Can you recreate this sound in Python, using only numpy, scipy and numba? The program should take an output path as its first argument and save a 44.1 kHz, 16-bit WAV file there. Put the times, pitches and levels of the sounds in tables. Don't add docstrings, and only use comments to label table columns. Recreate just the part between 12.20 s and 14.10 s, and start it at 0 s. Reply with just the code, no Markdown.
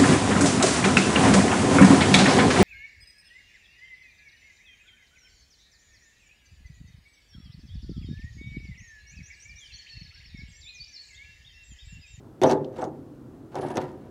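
import sys
import numpy as np
from scipy import signal
from scipy.fft import rfft, irfft
from scipy.io import wavfile
from scipy.ndimage import uniform_filter1d
from numba import njit

SR = 44100
rng = np.random.default_rng(int(sys.argv[2]) if len(sys.argv) > 2 else 0)


def file_out(sig):
    cols = np.atleast_2d(sig).T
    lim = np.clip(cols, -1, 1)
    pcm = np.round(lim * 32767).astype(np.int16)
    wavfile.write(sys.argv[1], SR, pcm)


def to_linear_factor(level_db):
    exponent = np.asarray(level_db, float) / 20
    return 10 ** exponent


N = 83790


def unit(x):
    return x / np.sqrt(np.mean(x ** 2))


def read(table, hz):
    points = np.array(table)
    return np.interp(np.log(hz), np.log(points[:, 0]), points[:, 1])


def colour(x, gain):
    hz = np.maximum(np.fft.rfftfreq(len(x), 1 / SR), 1)
    return irfft(rfft(x) * gain(hz), len(x))


def bell(hz, centre, octaves):
    return np.exp(-.5 * (np.log2(hz / centre) / octaves) ** 2)


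def narrow_noise(hz, width):
    b, a = signal.iirpeak(hz, hz / width, fs=SR)
    return unit(signal.lfilter(b, a, signal.lfilter(b, a, rng.standard_normal(N))))


def butter(x, order, hz, kind="low"):
    return signal.sosfilt(signal.butter(order, hz, kind, fs=SR, output="sos"), x)


def walk(rate):
    hold = int(SR / rate)
    steps = np.repeat(rng.standard_normal(N // hold + 1), hold)
    return unit(uniform_filter1d(uniform_filter1d(steps, hold), hold)[:N])


@njit
def ring(at, hit_gain, rub, rub_gain, pole):
    out = np.zeros(len(rub))
    for m in range(len(pole)):
        z, k = 0j, 0
        for i in range(len(rub)):
            z = z * pole[m] + rub[i] * rub_gain[m]
            while k < len(at) and at[k] <= i:
                z += hit_gain[k, m]
                k += 1
            out[i] += z.imag
    return out


def strike(times, gains, hz, t60, rub, rub_gain):
    order = np.argsort(times)
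    pole = np.exp((2j * np.pi * hz - np.log(1000) / t60) / SR)
    at = (times[order] * SR).astype(np.int64)
    return ring(at, gains[order], rub + 1e-18, rub_gain, pole)


# start_s, peak_db, centre_hz, spread_octaves
CAP_TICKS = [(0.216, -22, 6500, 2.1), (.2245, -58, 6000, 1.2), (0.2356, -12.5, 5300, 0.95),
             (0.2425, -38, 9100, 1.6), (0.26, -43, 9900, 0.3), (.2665, -42, 10500, .4),
             (0.272, -35, 7100, .4), (0.243, -24, 3500, 0.44), (.252, -39, 3540, .5),
             (0.2966, -30, 6940, 0.43), (0.3123, -19, 6250, 0.52), (0.3208, -21, 4900, 0.5),
             (0.331, -29.5, 6130, 1.1), (0.34, -46, 9000, 0.31), (0.4458, -34, 3960, 0.43),
             (0.561, -50.5, 6000, 0.51), (0.569, -44, 5430, 0.71), (0.5825, -44, 5500, 0.52),
             (0.612, -47, 6750, 0.42), (0.6197, -37, 6060, 0.71), (0.641, -31, 6400, 0.64),
             (0.649, -37, 10000, 1.3), (1.325, -55, 3950, 0.74), (1.345, -44, 6000, 0.99),
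             (1.3545, -30, 8500, 1.1), (1.375, -48, 4500, .8), (1.41, -39, 5500, 0.35),
             (1.43, -46, 4020, 0.53), (1.4635, -51, 8500, 0.34), (1.476, -49, 4940, 0.5),
             (1.485, -39, 6000, 0.61), (1.515, -41, 5030, 0.66), (1.3906, -51, 7550, 0.88),
             (1.4205, -37.5, 5060, 0.47), (1.504, -41, 7040, 0.44), (1.5567, -29.5, 6500, 0.71),
             (1.5706, -18.5, 6000, 2.1), (1.578, -20, 3430, 0.42), (1.615, -34, 6960, 2.6),
             (1.618, -46, 12000, 0.22), (1.716, -50, 7950, 0.64)]
# pitch_hz, level_db, t60_s
CAP_MODES = [(2090, 12, 0.014), (3320, -29, 0.014), (3570, 4, 0.017), (4500, -1, 0.012),
             (4150, -37, 0.0077), (5300, -32, 0.011), (5630, -2, 0.03), (5900, 6, 0.012), (6360, 4, 0.021),
             (7550, -28, 0.0086), (8400, -29, .012), (9330, -18, 0.011), (10700, -14, 0.013),
             (12700, -18, .008)]
# pitch_hz, level_db
RASP_COLOUR = [(1200, -22), (2490, -1), (3520, -5.5), (5900, -14), (8000, -17.5), (10800, -21.5),
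               (16000, -36)]


def cap():
    ticks, modes = np.array(CAP_TICKS), np.array(CAP_MODES)
    spot = to_linear_factor(0.98 * rng.standard_normal((len(ticks), len(modes))))
    near_centre = bell(modes[:, 0], ticks[:, 2:3], ticks[:, 3:4])
    gains = to_linear_factor(ticks[:, 1:2] + modes[:, 1] - 21) * spot * near_centre
    out = strike(ticks[:, 0], gains, modes[:, 0], modes[:, 2], np.zeros(N), np.zeros(len(modes)))
    out = butter(out, 2, 13000)

    attack_s, crack_t60_s, tail_t60_s, tail_db = .0005, .012, 0.1, -16
    age = np.arange(4096) / SR
    fade = to_linear_factor(-60 * age / crack_t60_s) + to_linear_factor(tail_db - 60 * age / tail_t60_s)
    shape = np.minimum(age / attack_s, 1) * fade
    for start, db, hz, spread in ticks:
        noise = rng.standard_normal(len(age))
        crack = unit(colour(noise, lambda f: to_linear_factor(read(RASP_COLOUR, f)) * bell(f, hz, spread)))
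        i = int(start * SR)
        out[i:i + len(age)] += to_linear_factor(db - 11.5) * shape * crack
    return out


# start_s, length_s, scrape_db, squeak_hz, squeak_db
TWIST_MOVES = [(0.219, 0.029, -50, 3570, -44.5), (0.26, 0.035, -54.5, 5860, -42),
               (0.295, 0.02, -50, 4440, -45), (0.34, 0.038, -101, 3580, -66),
               (0.524, 0.045, -74.5, 6160, -77), (0.558, 0.044, -69.5, 5840, -73),
               (0.583, 0.022, -66, 7500, -63), (0.611, 0.014, -67, 8200, -57), (.612, .012, -80, 6100, -59),
               (.655, .025, -85, 6700, -72), (1.316, 0.058, -72.5, 5830, -88),
               (1.355, 0.027, -63, 4970, -69), (1.383, .008, -70, 9500, -64),
               (1.412, 0.04, -68, 10700, -62), (1.404, .035, -69, 8900, -67), (1.408, .022, -75, 9500, -65),
               (1.463, .03, -68, 8300, -65), (1.455, 0.04, -72, 10700, -66), (1.5, .02, -67, 10700, -62),
               (1.5, .018, -72, 8300, -67), (1.5, .018, -80, 9700, -67), (1.537, 0.028, -68, 10800, -65),
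               (1.557, 0.011, -62, 5720, -51), (1.551, .016, -68, 8900, -62),
               (1.602, 0.017, -59, 4360, -69), (1.633, 0.065, -69, 4900, -75),
               (1.35, 0.041, -72, 1440, -66), (1.724, 0.16, -79.5, 3150, -93)]


def twisting():
    attack_s, release_s, squeak_width_hz = .002, 0.016, 480
    t = np.arange(N) / SR
    grains = rng.standard_normal(N) * to_linear_factor(2.4 * walk(350) + 1.0 * walk(60))
    pressure, squeak = np.zeros(N), np.zeros(N)
    for start, length, scrape_db, hz, squeak_db in TWIST_MOVES:
        release = np.exp(-np.maximum(t - start - length, 0) / release_s)
        press = np.clip((t - start) / attack_s, 0, 1) * release
        pressure += press * to_linear_factor(scrape_db)
        patchy_db = 2.5 * walk(320) - 2
        squeak += press ** 2 * to_linear_factor(squeak_db + patchy_db) * narrow_noise(hz, squeak_width_hz)
    return unit(grains) * pressure, squeak


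def scrape(rub):
    return colour(rub, lambda f: to_linear_factor(read(RASP_COLOUR, f) + 18.5) / (1 + (1300 / f) ** 4))


# start_s, strength_db, centre_hz, panel_under_blow_hz
WING_KNOCKS = [(0.2161, -10, 368, 352), (.234, -7.5, 760, 644), (0.2417, -4, 566, 644),
               (.2465, -10, 487, 512), (.261, -8, 420, 512), (.268, -21, 290, 287), (.2765, -15, 480, 742),
               (.297, -15, 665, 730), (0.307, -12, 390, 391), (.3145, -11.5, 620, 853),
               (.332, -13, 390, 391), (0.351, -11.5, 248, 853), (.377, -19.5, 380, 860),
               (0.411, -19.5, 200, 105), (.447, -28.5, 350, 391), (0.508, -29.5, 225, 231),
               (.563, -26, 400, 391), (.585, -25.5, 520, 512), (.6, -21, 485, 593), (.617, -21, 710, 717),
               (0.6268, -14.5, 685, 770), (.636, -23.5, 705, 730), (.649, -24, 446, 391),
               (.671, -18, 340, 325), (1.197, -61, 574, 512), (1.326, -39, 510, 644),
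               (1.345, -25, 530, 512), (1.355, -19.5, 708, 736), (1.362, -21, 694, 853),
               (1.373, -21.5, 610, 512), (1.395, -22, 410, 391), (1.419, -38, 505, 512),
               (1.428, -21.5, 695, 853), (1.438, -28, 392, 391), (1.447, -21, 600, 742),
               (1.458, -22, 343, 287), (1.475, -36, 395, 308), (1.500, -28, 500, 927),
               (1.519, -35.5, 400, 322), (1.551, -21.5, 404, 360), (1.561, -19.5, 670, 640),
               (1.570, -17, 760, 512), (1.579, -11, 800, 800), (1.589, -22.5, 540, 622),
               (1.615, -36, 497, 352), (1.630, -26.5, 390, 391), (1.67, -51, 595, 600),
               (1.74, -30, 296, 231)]
# pitch_hz, level_db, t60_s
WING_PANELS = [(105, -8.5, 0.067), (145.6, 0.5, 0.17), (231, -7, 0.31), (287.2, 2.5, 0.091),
               (325, -2.5, 0.092), (354.4, 1, 0.13), (393.8, -1, 0.11), (510, -2, 0.11), (622, -3.5, 0.1),
               (652, -2, 0.052), (742, -0.5, 0.064), (800, -15, 0.13), (851.3, -6, 0.091),
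               (919.6, -7, 0.085)]
# pitch_hz, level_db
SKIN_LEVEL = [(90, -6), (150, -24.5), (300, -5.5), (520, -6.5), (760, -8.5), (1070, -12), (1600, -14),
              (3200, -23)]


def wing(rub):
    knocks, panels = np.array(WING_KNOCKS), np.array(WING_PANELS)
    count = len(panels)

    place = rng.random((160, 2))
    crowd_hz = 90 * (3200 / 90) ** ((np.arange(160) + place[:, 0]) / 160)
    crowd_t60 = .15 * (crowd_hz / 400) ** -0.27 * (.7 + .6 * place[:, 1])
    crowd_db = -2.5 + read(SKIN_LEVEL, crowd_hz) + 10 * np.log10(crowd_hz / 400) - 5.5
    hz = np.r_[panels[:, 0], crowd_hz]
    t60 = np.r_[panels[:, 2], crowd_t60]
    gain = to_linear_factor(np.r_[panels[:, 1], crowd_db]) / 6

    spot = .2 + rng.standard_normal((len(knocks), len(hz)))
    scatter_db = 2.5 * rng.standard_normal((len(knocks), count))
    favour = 1 + 1.48 * bell(panels[:, 0], knocks[:, 3:], 0.034)
    spot[:, :count] = np.sign(spot[:, :count]) * to_linear_factor(scatter_db) * favour

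    softness = 0.069 + bell(hz, knocks[:, 2:3], 0.94)
    hit_gain = to_linear_factor(knocks[:, 1:2]) * gain * softness * spot
    rub_gain = gain * to_linear_factor(28.5 - 21.5) * np.sign(spot[0])
    drum = strike(knocks[:, 0], hit_gain, hz, t60, rub, rub_gain)
    return butter(drum, 4, 1900)


# pitch_hz, t60_s
LINGER_TIME = [(150, 2.84), (400, 1.04), (1000, 0.21), (3000, 1.5), (6000, 0.37), (9000, 0.9)]
# pitch_hz, level_db
LINGER_LEVEL = [(100, -4), (200, -9), (400, -9), (1000, -7.5), (3000, -32), (9000, -28)]


def linger(x):
    age, tail = np.arange(SR + SR // 4) / SR, 0
    for hz in 100 * 2. ** np.arange(8):
        noise = rng.standard_normal(len(age))
        octave = colour(noise, lambda f: np.cos(np.pi / 2 * np.clip(np.log2(f / hz), -1, 1)))
        fade = to_linear_factor(-60 * age / read(LINGER_TIME, hz)) * np.minimum(age / 0.01, 1)
        tail = tail + octave * fade * to_linear_factor(read(LINGER_LEVEL, hz)) / np.sqrt(np.sum(fade ** 2))
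    return signal.fftconvolve(x, tail)[:N]


# pitch_hz, level_db (per Hz)
FIELD_COLOUR = [(25, -14.5), (60, -4), (130, -6.5), (320, 0.5), (520, -13), (1300, -24), (2200, -36.5),
                (15000, -47.5)]


def airfield():
    out, swell = 0, walk(1.2)
    air = colour(rng.standard_normal(N), lambda f: to_linear_factor(read(FIELD_COLOUR, f)))
    for hz in 30 * 2 ** np.arange(0, 9.6, .5):
        part = colour(air, lambda f: np.cos(np.pi * np.clip(np.log2(f / hz), -.5, .5)) ** 2)
        steadiness = min(1, 600 / hz)
        out = out + part * to_linear_factor((swell + walk(11.0)) * steadiness)
    drone = narrow_noise(122.7, 33) * to_linear_factor(-53.5)
    return unit(out) * to_linear_factor(-48) + drone


def scene():
    rub, squeak = twisting()
    near = cap() + scrape(rub) + squeak + wing(rub)
    near = butter(near + linger(near), 4, 100, "high")
    return (near + airfield())[None]


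def band_limit(x):
    return signal.sosfilt(signal.butter(12, 16240, fs=SR, output="sos"), x)


def record(dry):
    top_cut = signal.ellip(8, .2, 70, 15900, fs=SR, output="sos")
    mix = signal.sosfilt(top_cut, dry)
    return band_limit(mix)


dry = scene()
out = record(dry)
file_out(out)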